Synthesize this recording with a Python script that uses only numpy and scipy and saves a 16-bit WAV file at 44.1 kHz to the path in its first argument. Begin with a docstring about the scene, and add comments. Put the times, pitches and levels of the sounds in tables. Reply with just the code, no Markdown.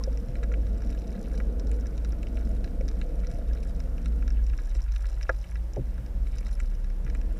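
"""A sealed camera housing on the sea bed in a strong current, heard by a microphone inside it for 7.4 s.
Throughout: open-water wash, two low sway tones of the mount, ticking grit and pattering sand on the ringing shell.
From the start eddies drum on the shell as shaped noise, and soft knocks strike a few of its modes.
The eddies slacken near 5 s; the heaviest knock falls at 5.3 s and a cluster follows near 5.8 s.
From 5.3 s thin wavering hums fade in and out, and part of the drumming returns from 6 s."""
import sys
import numpy as np
from scipy import signal
from scipy.fft import rfft, irfft, next_fast_len
from scipy.io import wavfile
from scipy.ndimage import uniform_filter1d

SR = 44100
rng = np.random.default_rng(int(sys.argv[2]) if len(sys.argv) > 2 else 0)


def persist_wave(psi):
    """Save psi, clipped to +-1, as 16-bit WAV."""
    counts = np.round(np.clip(psi, -1, 1) * 32767).astype(np.int16)
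    wavfile.write(sys.argv[1], SR, np.atleast_2d(counts).T)


def gain_from_decibels(decibels):
    """Convert decibel values to linear amplitude factors."""
    exponent = np.asarray(decibels, float) / 20
    return 10 ** exponent


N = 325899

# Spectra. Each row: frequency in Hz, relative density in dB per Hz.
HISS_SPECTRUM = [(530, -18), (900, 1), (1100, -3), (1650, -1.5), (3340, -11), (3950, -12), (4560, -14),
                 (5450, -11.5), (6440, -15.5), (10800, -16.5), (15600, -19)]
WATER_SPECTRUM = [(12, -45), (20, -10), (43, -3), (58, -0.5), (79, -10.5), (107, -18), (134, -20.5),
                  (236, -43), (344, -28.5), (422, -38.5), (527, -31), (615, -34.5), (1200, -50),
                  (1560, -69), (2640, -120)]
EDDY_SPECTRUM = [(44, -46), (75, -54), (79, -21), (81, -28), (139, -10), (170, -2.5), (313, -10),
                 (384, -21), (477, -9), (614, -21.5), (680, -16.5), (780, -35), (874, -28), (947, -60),
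                 (1150, -37), (1500, -32.5), (2530, -120)]
# Sway modes of the mount, shaken unevenly. Each row: time in seconds, pitch in Hz, rms level in dB.
LOW_SWAY = [(0.0, 31.8, -35), (0.14, 32.1, -34), (0.22, 34.9, -33), (0.35, 33.2, -31), (0.82, 34.2, -38.5),
            (0.9, 34.4, -25), (0.93, 31.8, -38), (1.15, 33.7, -40), (1.27, 34.3, -33), (1.77, 34, -39.5),
            (2.57, 31.68, -30), (2.98, 31.87, -31), (3.02, 32.14, -28), (3.72, 31.65, -33),
            (3.91, 33.1, -28.5), (4.14, 34.55, -38), (4.28, 34.2, -28), (4.73, 34.14, -28.5),
            (4.9, 32.76, -32.5), (5.29, 33.26, -31), (5.5, 29.9, -53), (5.6, 34.14, -38),
            (5.93, 33.89, -30.5), (6.03, 37.5, -37.5), (6.15, 35.7, -29), (6.52, 35.5, -30),
            (6.63, 34.53, -26.5), (7.29, 34.3, -29.5), (7.37, 36.4, -28), (7.39, 37.1, -69)]
HIGH_SWAY = [(0.0, 50.6, -30.5), (0.12, 52, -25), (0.25, 56.6, -36.5), (0.33, 52.55, -36),
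             (0.51, 52.05, -23.5), (1.21, 51.95, -34.5), (1.46, 52.06, -26), (1.54, 49.14, -32),
             (1.63, 48.74, -30), (1.77, 52.96, -26), (2.02, 54.46, -32), (2.1, 53.23, -24.5),
             (2.18, 52.98, -39.5), (2.45, 54.8, -26.5), (2.55, 52.38, -27.5), (2.74, 51.74, -40),
             (2.8, 52.6, -26), (3.04, 52.94, -39), (3.21, 50.4, -23.5), (3.38, 51.07, -41),
             (3.5, 55.3, -24.5), (3.66, 53.7, -36), (3.95, 55.03, -28.5), (3.97, 56.5, -49),
             (4.05, 55.8, -25.5), (4.22, 53.9, -25.5), (4.51, 53.1, -24), (4.59, 52.86, -42),
             (4.69, 47.8, -33.5), (4.82, 50.6, -25.5), (5.41, 50.54, -31), (5.45, 50.56, -48),
             (5.54, 54.1, -30), (6.05, 55.53, -37), (6.13, 53.7, -31.5), (6.5, 51.67, -34),
             (6.57, 53.95, -36), (6.81, 53.17, -35.5), (6.96, 59.7, -41), (7.02, 59.5, -38),
             (7.16, 52.74, -30.5), (7.39, 49.27, -34)]
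# Strength of the eddies on the shell. Each row: time in seconds, rms level in dB.
EDDY_STRENGTH = [(0.0, -42.5), (0.22, -41.5), (1.79, -39.5), (2.16, -42), (2.45, -40.5), (4.2, -43.5),
                 (4.45, -50.5), (4.94, -61.5), (5.64, -61), (5.97, -48), (6.4, -51.5), (6.9, -53),
                 (7.1, -45.5), (7.39, -47.5)]
# Faint hums in the flow. Each row: start in seconds, length in seconds, pitch in Hz, rms level in dB.
FLOW_HUMS = [(5.33, 0.456, 174.7, -53), (5.9, 0.47, 188.2, -54.5), (6.861, 0.63, 320.8, -58),
             (6.85, 0.65, 192.3, -52)]
# Modes of the shell. Each row: frequency in Hz, relative level in dB, t60 in seconds.
SHELL_MODES = [(86, -7.5, 0.27), (122, 7, 0.18), (155, 3.5, 0.1), (200, -12, 0.0652), (246, -7, 0.16),
               (326.6, 0, 0.09), (441, 4, 0.021), (519.6, 4, 0.042), (648, -2, 0.045), (870, -9.5, 0.038),
               (1050, -20, 0.081), (1260, -17.5, 0.063), (1400, -5, 0.026), (1660, -6.5, 0.03),
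               (1962, -10.5, 0.031), (2244, -8.5, 0.025), (2420, -13.5, 0.034), (2680, -8, 0.022),
               (3016, -11, 0.026), (3780, -6.5, 0.021), (4100, -7.5, 0.022), (4840, -12.5, 0.03),
               (5310, -2.5, 0.017), (5680, -7, 0.025), (5930, -4.5, 0.016), (6950, -4, 0.01),
               (7640, -3.5, 0.015), (9000, -5, 0.022), (9800, -2, 0.015), (10560, 10.5, 0.0094),
               (12200, 1, .006), (13600, -9, .006)]
# Soft, heavy blows. Each row: start in seconds, level in dB, centre of the modes struck in Hz, spread in octaves.
SOFT_BLOWS = [(.008, -24, 1050, 0.16), (.074, -25.5, 544, 0.23), (0.271, -34, 122, 0.64),
              (0.622, -21, 86, 0.21), (2.53, -26.5, 86, 0.29), (2.808, -30.5, 513, 0.18),
              (3.312, -27, 86, 0.35), (3.385, -32, 647.4, 0.28), (4.509, -41.5, 122, 0.25),
              (4.751, -41, 328, 1.2), (5.2929, -18.5, 644, 0.53), (5.2928, -8.5, 1557, 0.29),
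              (5.2944, -26, 2260, 0.15), (5.2998, -30, 900, 0.41), (5.7659, -24.5, 648, 0.43),
              (5.771, -26.5, 515, 0.33), (5.778, -25.5, 392, 0.29), (5.776, -27, 154.5, 0.96),
              (5.786, -26.5, 282, 0.72), (5.797, -30, 200, 0.78), (5.99, -36.5, 122, 0.35),
              (6.34, -41, 122, 0.48), (7.029, -37, 118.1, 0.55)]
# Larger grit. Each row: start in seconds, dull level in dB, dull centre in Hz, middle-mode level in dB,
# bright level in dB, bright centre in Hz.
GRIT = [(0.0377, -42.5, 1850, -42.5, -34.5, 5400), (0.1281, -50, 1620, -63, -50, 5490),
        (0.1733, -46, 2370, -56, -44, 5800), (0.2, -67, 2390, -69, -50, 5660),
        (0.2846, -50, 2120, -55, -52.5, 5350), (0.354, -38, 2200, -47, -53, 7070),
        (0.385, -60, 2000, -59, -55, 5400), (0.43, -35, 1990, -50, -58, 7050),
        (0.435, -34.5, 1550, -45, -48, 5940), (0.5172, -37.5, 1630, -61, -63, 6500),
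        (0.523, -53, 1740, -57, -50, 6240), (0.538, -32, 2000, -54, -56, 5980),
        (0.618, -60, 2000, -65, -58, 5600), (0.6675, -46, 1760, -49, -52, 5510),
        (0.745, -60, 2000, -62, -56, 5500), (0.8199, -47, 1750, -62, -46.5, 5580),
        (0.8724, -54, 1400, -67, -65, 5430), (0.8926, -59, 1870, -59, -53, 5480),
        (0.9035, -50, 2440, -49, -50, 5880), (0.924, -49, 2870, -56, -51, 5690),
        (0.948, -43, 1510, -52, -57, 6520), (0.988, -61, 2000, -62, -56, 5400),
        (1.071, -58, 2595, -56, -51, 5520), (1.3767, -44.5, 2180, -45, -46, 5880),
        (1.401, -31.5, 1560, -61, -57, 5900), (1.5967, -48, 1743, -46, -43, 5510),
        (1.6702, -46, 1400, -50, -48, 5970), (1.715, -37.5, 2410, -52, -42.5, 7500),
        (1.809, -56, 1730, -60, -48, 5960), (1.858, -44, 1821, -60, -53, 5400),
        (1.8684, -49, 2190, -54, -41.5, 5960), (1.9782, -45.5, 2440, -46, -46.5, 5820),
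        (2.0475, -40.5, 1680, -40.5, -43.5, 5890), (2.0915, -62, 1985, -58, -57, 10500),
        (2.1214, -51, 1920, -56, -43, 5740), (2.129, -44.5, 1690, -64, -67, 5300),
        (2.23, -38, 2440, -46, -46, 7050), (2.2694, -40, 2345, -57, -50, 5506),
        (2.371, -38.5, 2206, -47.5, -59, 6930), (2.4718, -50, 1500, -66, -60, 5400),
        (2.6427, -35.5, 1750, -40, -40.5, 5334), (2.676, -45, 1990, -50, -62, 5190),
        (2.81, -44, 2240, -57, -49.5, 5600), (2.881, -45, 1522, -52, -40, 5270),
        (2.8866, -44, 2240, -36.5, -39, 5390), (2.914, -47, 1660, -52, -55, 6197),
        (3.0143, -33, 1995, -39.5, -63, 5640), (3.235, -45, 1612, -64, -64, 5110),
        (3.246, -44, 2050, -60, -64, 6190), (3.27, -46, 1630, -48, -42.5, 5400),
        (3.3136, -50, 1740, -50, -45, 6180), (3.5327, -44.5, 2287, -53, -46, 5567),
        (3.8018, -41.5, 1883, -46.5, -41.5, 5610), (3.9795, -40, 1940, -61, -54, 5280),
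        (4.0585, -34.5, 1907, -39.5, -45, 6350), (4.2243, -39.5, 1676, -63, -56, 5960),
        (4.278, -38, 1852, -41, -43, 5470), (4.3042, -44, 1950, -55, -46, 5520),
        (4.466, -48, 2165, -53, -46, 6017), (4.4977, -45, 2248, -50, -50, 5433),
        (4.5343, -40.5, 1732, -64, -64, 7020), (4.577, -59, 1910, -49, -46, 6040),
        (4.5875, -36.5, 1630, -64, -58, 5680), (4.7508, -41, 2458, -49, -43.5, 5890),
        (4.8189, -53, 1645, -63, -42.5, 5780), (4.9208, -46, 1667, -54, -45, 5560),
        (4.9617, -38, 2283, -42, -45, 5416), (5.005, -59, 1510, -60, -61, 5510),
        (5.0436, -38, 1480, -60, -64, 5630), (5.056, -41, 1740, -47, -52, 5600),
        (5.1028, -56, 1535, -69, -55, 5450), (5.129, -52, 2010, -60, -52, 5820),
        (5.2106, -36, 1939, -53, -59, 5300), (5.221, -54, 2510, -57, -47, 5760),
        (5.229, -38, 2377, -46, -35, 5375), (5.2943, -60, 1590, -45, -41.5, 5707),
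        (5.441, -42, 2350, -57, -57, 6200), (5.5174, -44, 1872, -64, -61, 5800),
        (5.5556, -37, 1860, -53, -49, 5390), (5.735, -54, 2237, -57, -46, 6300),
        (5.76, -43.5, 2005, -51, -49, 5810), (5.9797, -41.5, 1523, -50, -59, 6000),
        (6.062, -51, 2105, -56, -49, 5470), (6.2696, -45, 2106, -51, -56, 6594),
        (6.3836, -42, 2148, -48, -37, 5460), (6.429, -49, 1952, -60, -62, 5570),
        (6.4644, -38.5, 1509, -64, -58, 5720), (6.4898, -43, 2168, -57, -52, 5840),
        (6.6013, -32, 1808, -57, -42.5, 7140), (6.75, -49, 2200, -58, -52, 5600),
        (6.8436, -44.5, 1732, -47, -52, 5394), (6.901, -46, 1890, -58, -52, 5490),
        (7.0474, -58, 1885, -64, -51, 6140), (7.0643, -38.5, 1880, -60, -59, 5570),
        (7.077, -40, 1870, -53, -59, 5730), (7.099, -40, 2140, -47, -47.5, 5490),
        (7.1491, -33.5, 1860, -48, -48, 7260), (7.2136, -43, 2040, -57, -48.5, 6020)]

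SHELL_HZ = np.array(SHELL_MODES)[:, 0]
SWELLS_PER_S = 2.95


def curve(table, column):
    """One column of a table, interpolated sample by sample."""
    rows = np.array(table, float)
    return np.interp(np.arange(N) / SR, rows[:, 0], rows[:, column])


def walk(rate_per_s):
    """Random levels held 1 / rate_per_s seconds and slewed twice; spread near 1."""
    hold = int(SR / rate_per_s)
    steps = np.repeat(rng.standard_normal(N // hold + 1), hold)
    slewed = uniform_filter1d(uniform_filter1d(steps, hold), hold)
    return 1.196 * slewed[:N]


def noise(spectrum_db, rms_db, flicker_db, flickers_per_s, swell_db=0, bands_per_octave=1):
    """Shaped noise whose overlapping bands flicker and swell each on their own."""
    size = next_fast_len(N)
    octave = np.log2(np.arange(1, size // 2 + 2) * SR / size)
    hz, shape_db = np.transpose(spectrum_db)
    gain = gain_from_decibels(np.interp(octave, np.log2(hz), shape_db, -120, -120))
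    spectrum = rfft(rng.standard_normal(size)) * gain
    out = 0
    for centre in np.arange(np.floor(np.log2(hz[0])), np.log2(hz[-1]) + 1, 1 / bands_per_octave):
        window = np.clip(1 - bands_per_octave * abs(octave - centre), 0, 1)
        band = irfft(spectrum * window, size)[:N]
        level_db = flicker_db * walk(flickers_per_s) + swell_db * walk(SWELLS_PER_S)
        out = out + band * gain_from_decibels(level_db)
    return out * gain_from_decibels(rms_db) / np.sqrt(np.mean(out ** 2))


def hiss():
    """Microphone hiss: shaped noise with a slight flicker."""
    return noise(HISS_SPECTRUM, -62, flicker_db=0.7, flickers_per_s=12)


def water():
    """Deep wash of open water: low noise whose bands flicker."""
    return noise(WATER_SPECTRUM, -36.5, flicker_db=2.5, flickers_per_s=6.8)


def sway(table):
    """One mode of the mount, nearly a sine, nudged in pitch and swing by the buffeting."""
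    hz = curve(table, 1) * (1 + 0.0038 * walk(7.6))
    rms_db = curve(table, 2) + 0.6 * walk(8)
    cycles = np.cumsum(hz) / SR + rng.random()
    return np.sqrt(2) * gain_from_decibels(rms_db) * np.sin(2 * np.pi * cycles)


def eddies():
    """Turbulence drums on the shell in uneven gurgles and slackens with the current."""
    drumming = noise(EDDY_SPECTRUM, 0, flicker_db=1, flickers_per_s=12, swell_db=3, bands_per_octave=3)
    return drumming * gain_from_decibels(curve(EDDY_STRENGTH, 1))


def hums():
    """Thin tones in the flow that fade in, waver in pitch and level and fade out."""
    fade_s, pitch_waver = 0.11, 0.01238
    t, out = np.arange(N) / SR, 0
    for start_s, length_s, hz, rms_db in FLOW_HUMS:
        fade = np.clip(np.minimum(t - start_s, start_s + length_s - t) / fade_s, 0, 1)
        level = fade * gain_from_decibels(rms_db + 4.2 * walk(9))
        cycles = np.cumsum(hz * (1 + pitch_waver * walk(8.4))) / SR
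        out = out + np.sqrt(2) * level * np.sin(2 * np.pi * cycles)
    return out


def struck(db, centre_hz, spread_octaves):
    """Drive of each mode for blows that move chiefly the modes near their own hardness."""
    spreads_off = np.log2(SHELL_HZ / centre_hz[:, None]) / spread_octaves
    return db[:, None] - 6 * spreads_off ** 2


def sample_index(s):
    """Times in seconds as sample numbers, kept inside the scene."""
    return np.clip((SR * s).astype(int), 0, N - 1)


def crack(s, db):
    """Dry snap of each contact: a band of noise that dies in a few milliseconds."""
    t60_s, band_hz = 0.005, [1500, 7000]
    push = np.bincount(sample_index(s), gain_from_decibels(db), N)
    fade = np.exp(-np.log(1000) / (t60_s * SR))
    burst = signal.lfilter([1], [1, -fade], push) * rng.standard_normal(N)
    return signal.sosfilt(signal.butter(2, band_hz, "bandpass", fs=SR, output="sos"), burst)


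def ring(s, db, scatter_db, rise_cycles, rattle_cycles):
    """Blows ring the shell as decaying modes, with random level and timing for each mode."""
    out = np.zeros(N)
    chance = rng.standard_normal((len(s), len(SHELL_MODES), 2))
    for k, (hz, mode_db, t60_s) in enumerate(SHELL_MODES):
        # the contact rattles for part of a cycle, so the modes do not start together
        at = sample_index(s + rattle_cycles * chance[:, k, 0] / hz)
        push = np.bincount(at, gain_from_decibels(db[:, k] + mode_db + scatter_db * chance[:, k, 1]), N)
        # water cushions the blow: two smoothing poles make the mode build up gradually
        turn = np.exp(2j * np.pi * hz / SR)
        rise = np.exp(-hz / (rise_cycles * SR))
        fade = np.exp(-np.log(1000) / (t60_s * SR))
        poles = np.poly([turn * fade, turn * rise, turn * rise])
        out += signal.lfilter([(1 - rise) ** 2], poles, push).imag
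    return out


def sand():
    """Fine sand patters at random, its level in gusts; each grain rings chiefly modes near its hardness."""
    grains_per_s, base_db, spread_db, range_db = 120, -59.5, 1, 7
    centre_hz, scatter_octaves, tilt_db_per_octave = 3310, 1.13, -3
    count = int(grains_per_s * N / SR)
    chance = rng.random((count, 2))
    gust_db = 5.5 * walk(6.5)[(chance[:, 0] * N).astype(int)]
    octaves = np.clip(scatter_octaves * rng.standard_normal(count), -1.2, 0.8)
    excess_db = np.minimum(gust_db - spread_db * np.log(1 - chance[:, 1]), range_db)
    grain_db = base_db + excess_db + tilt_db_per_octave * octaves
    s = chance[:, 0] * N / SR
    db = struck(grain_db, centre_hz * 2 ** octaves, 0.59)
    return crack(s, grain_db - 7) + ring(s, db, scatter_db=4, rise_cycles=0.45, rattle_cycles=0.3)


def knocks():
    """Soft, heavy blows move chiefly the shell modes near their own softness."""
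    s, db, centre_hz, spread_octaves = np.transpose(SOFT_BLOWS)
    mode_db = struck(db, centre_hz, spread_octaves[:, None])
    return ring(s, mode_db, scatter_db=0.4, rise_cycles=0.6, rattle_cycles=0.02)


def ticks():
    """Larger grit snaps and rings the shell; each grain rebounds once, 2-6 ms later and 10-20 dB weaker."""
    dull_top_hz, middle_top_hz, skirt_db = 3300, 4500, -28
    s, dull_db, dull_hz, middle_db, bright_db, bright_hz = np.transpose(GRIT)
    chance = rng.random((len(s), 2))
    is_dull = SHELL_HZ <= dull_top_hz
    is_middle = ~is_dull & (SHELL_HZ <= middle_top_hz)
    dull = struck(dull_db, dull_hz, 0.54)
    bright = np.maximum(struck(bright_db, bright_hz, 0.27), bright_db[:, None] + skirt_db)
    db = np.where(is_dull, dull, np.where(is_middle, middle_db[:, None], bright))
    s = np.concatenate([s, s + 0.002 + 0.004 * chance[:, 0]])
    db = np.concatenate([db, db - 10 - 10 * chance[:, 1:]])
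    snap = crack(s, db[:, is_middle].mean(axis=1))
    return snap + ring(s, db, scatter_db=3, rise_cycles=0.4, rattle_cycles=0.3)


def scene():
    """Water, mount and flow behind the struck shell; one channel."""
    mount = sway(LOW_SWAY) + sway(HIGH_SWAY)
    flow = water() + eddies() + hums()
    shell = sand() + knocks() + ticks()
    return (mount + flow + shell)[None]


def roll_off(x):
    """The treble ends steeply here."""
    return signal.sosfilt(signal.butter(12, 15710, fs=SR, output="sos"), x)


def record(dry):
    """The microphone adds its hiss and a steep low-pass cuts the top."""
    top_hz, ripple_db, stop_db = 15700, 0.2, 70
    low_pass = signal.ellip(8, ripple_db, stop_db, top_hz, fs=SR, output="sos")
    mix = signal.sosfilt(low_pass, dry + hiss())
    return roll_off(mix)


dry = scene()
out = record(dry)
persist_wave(out)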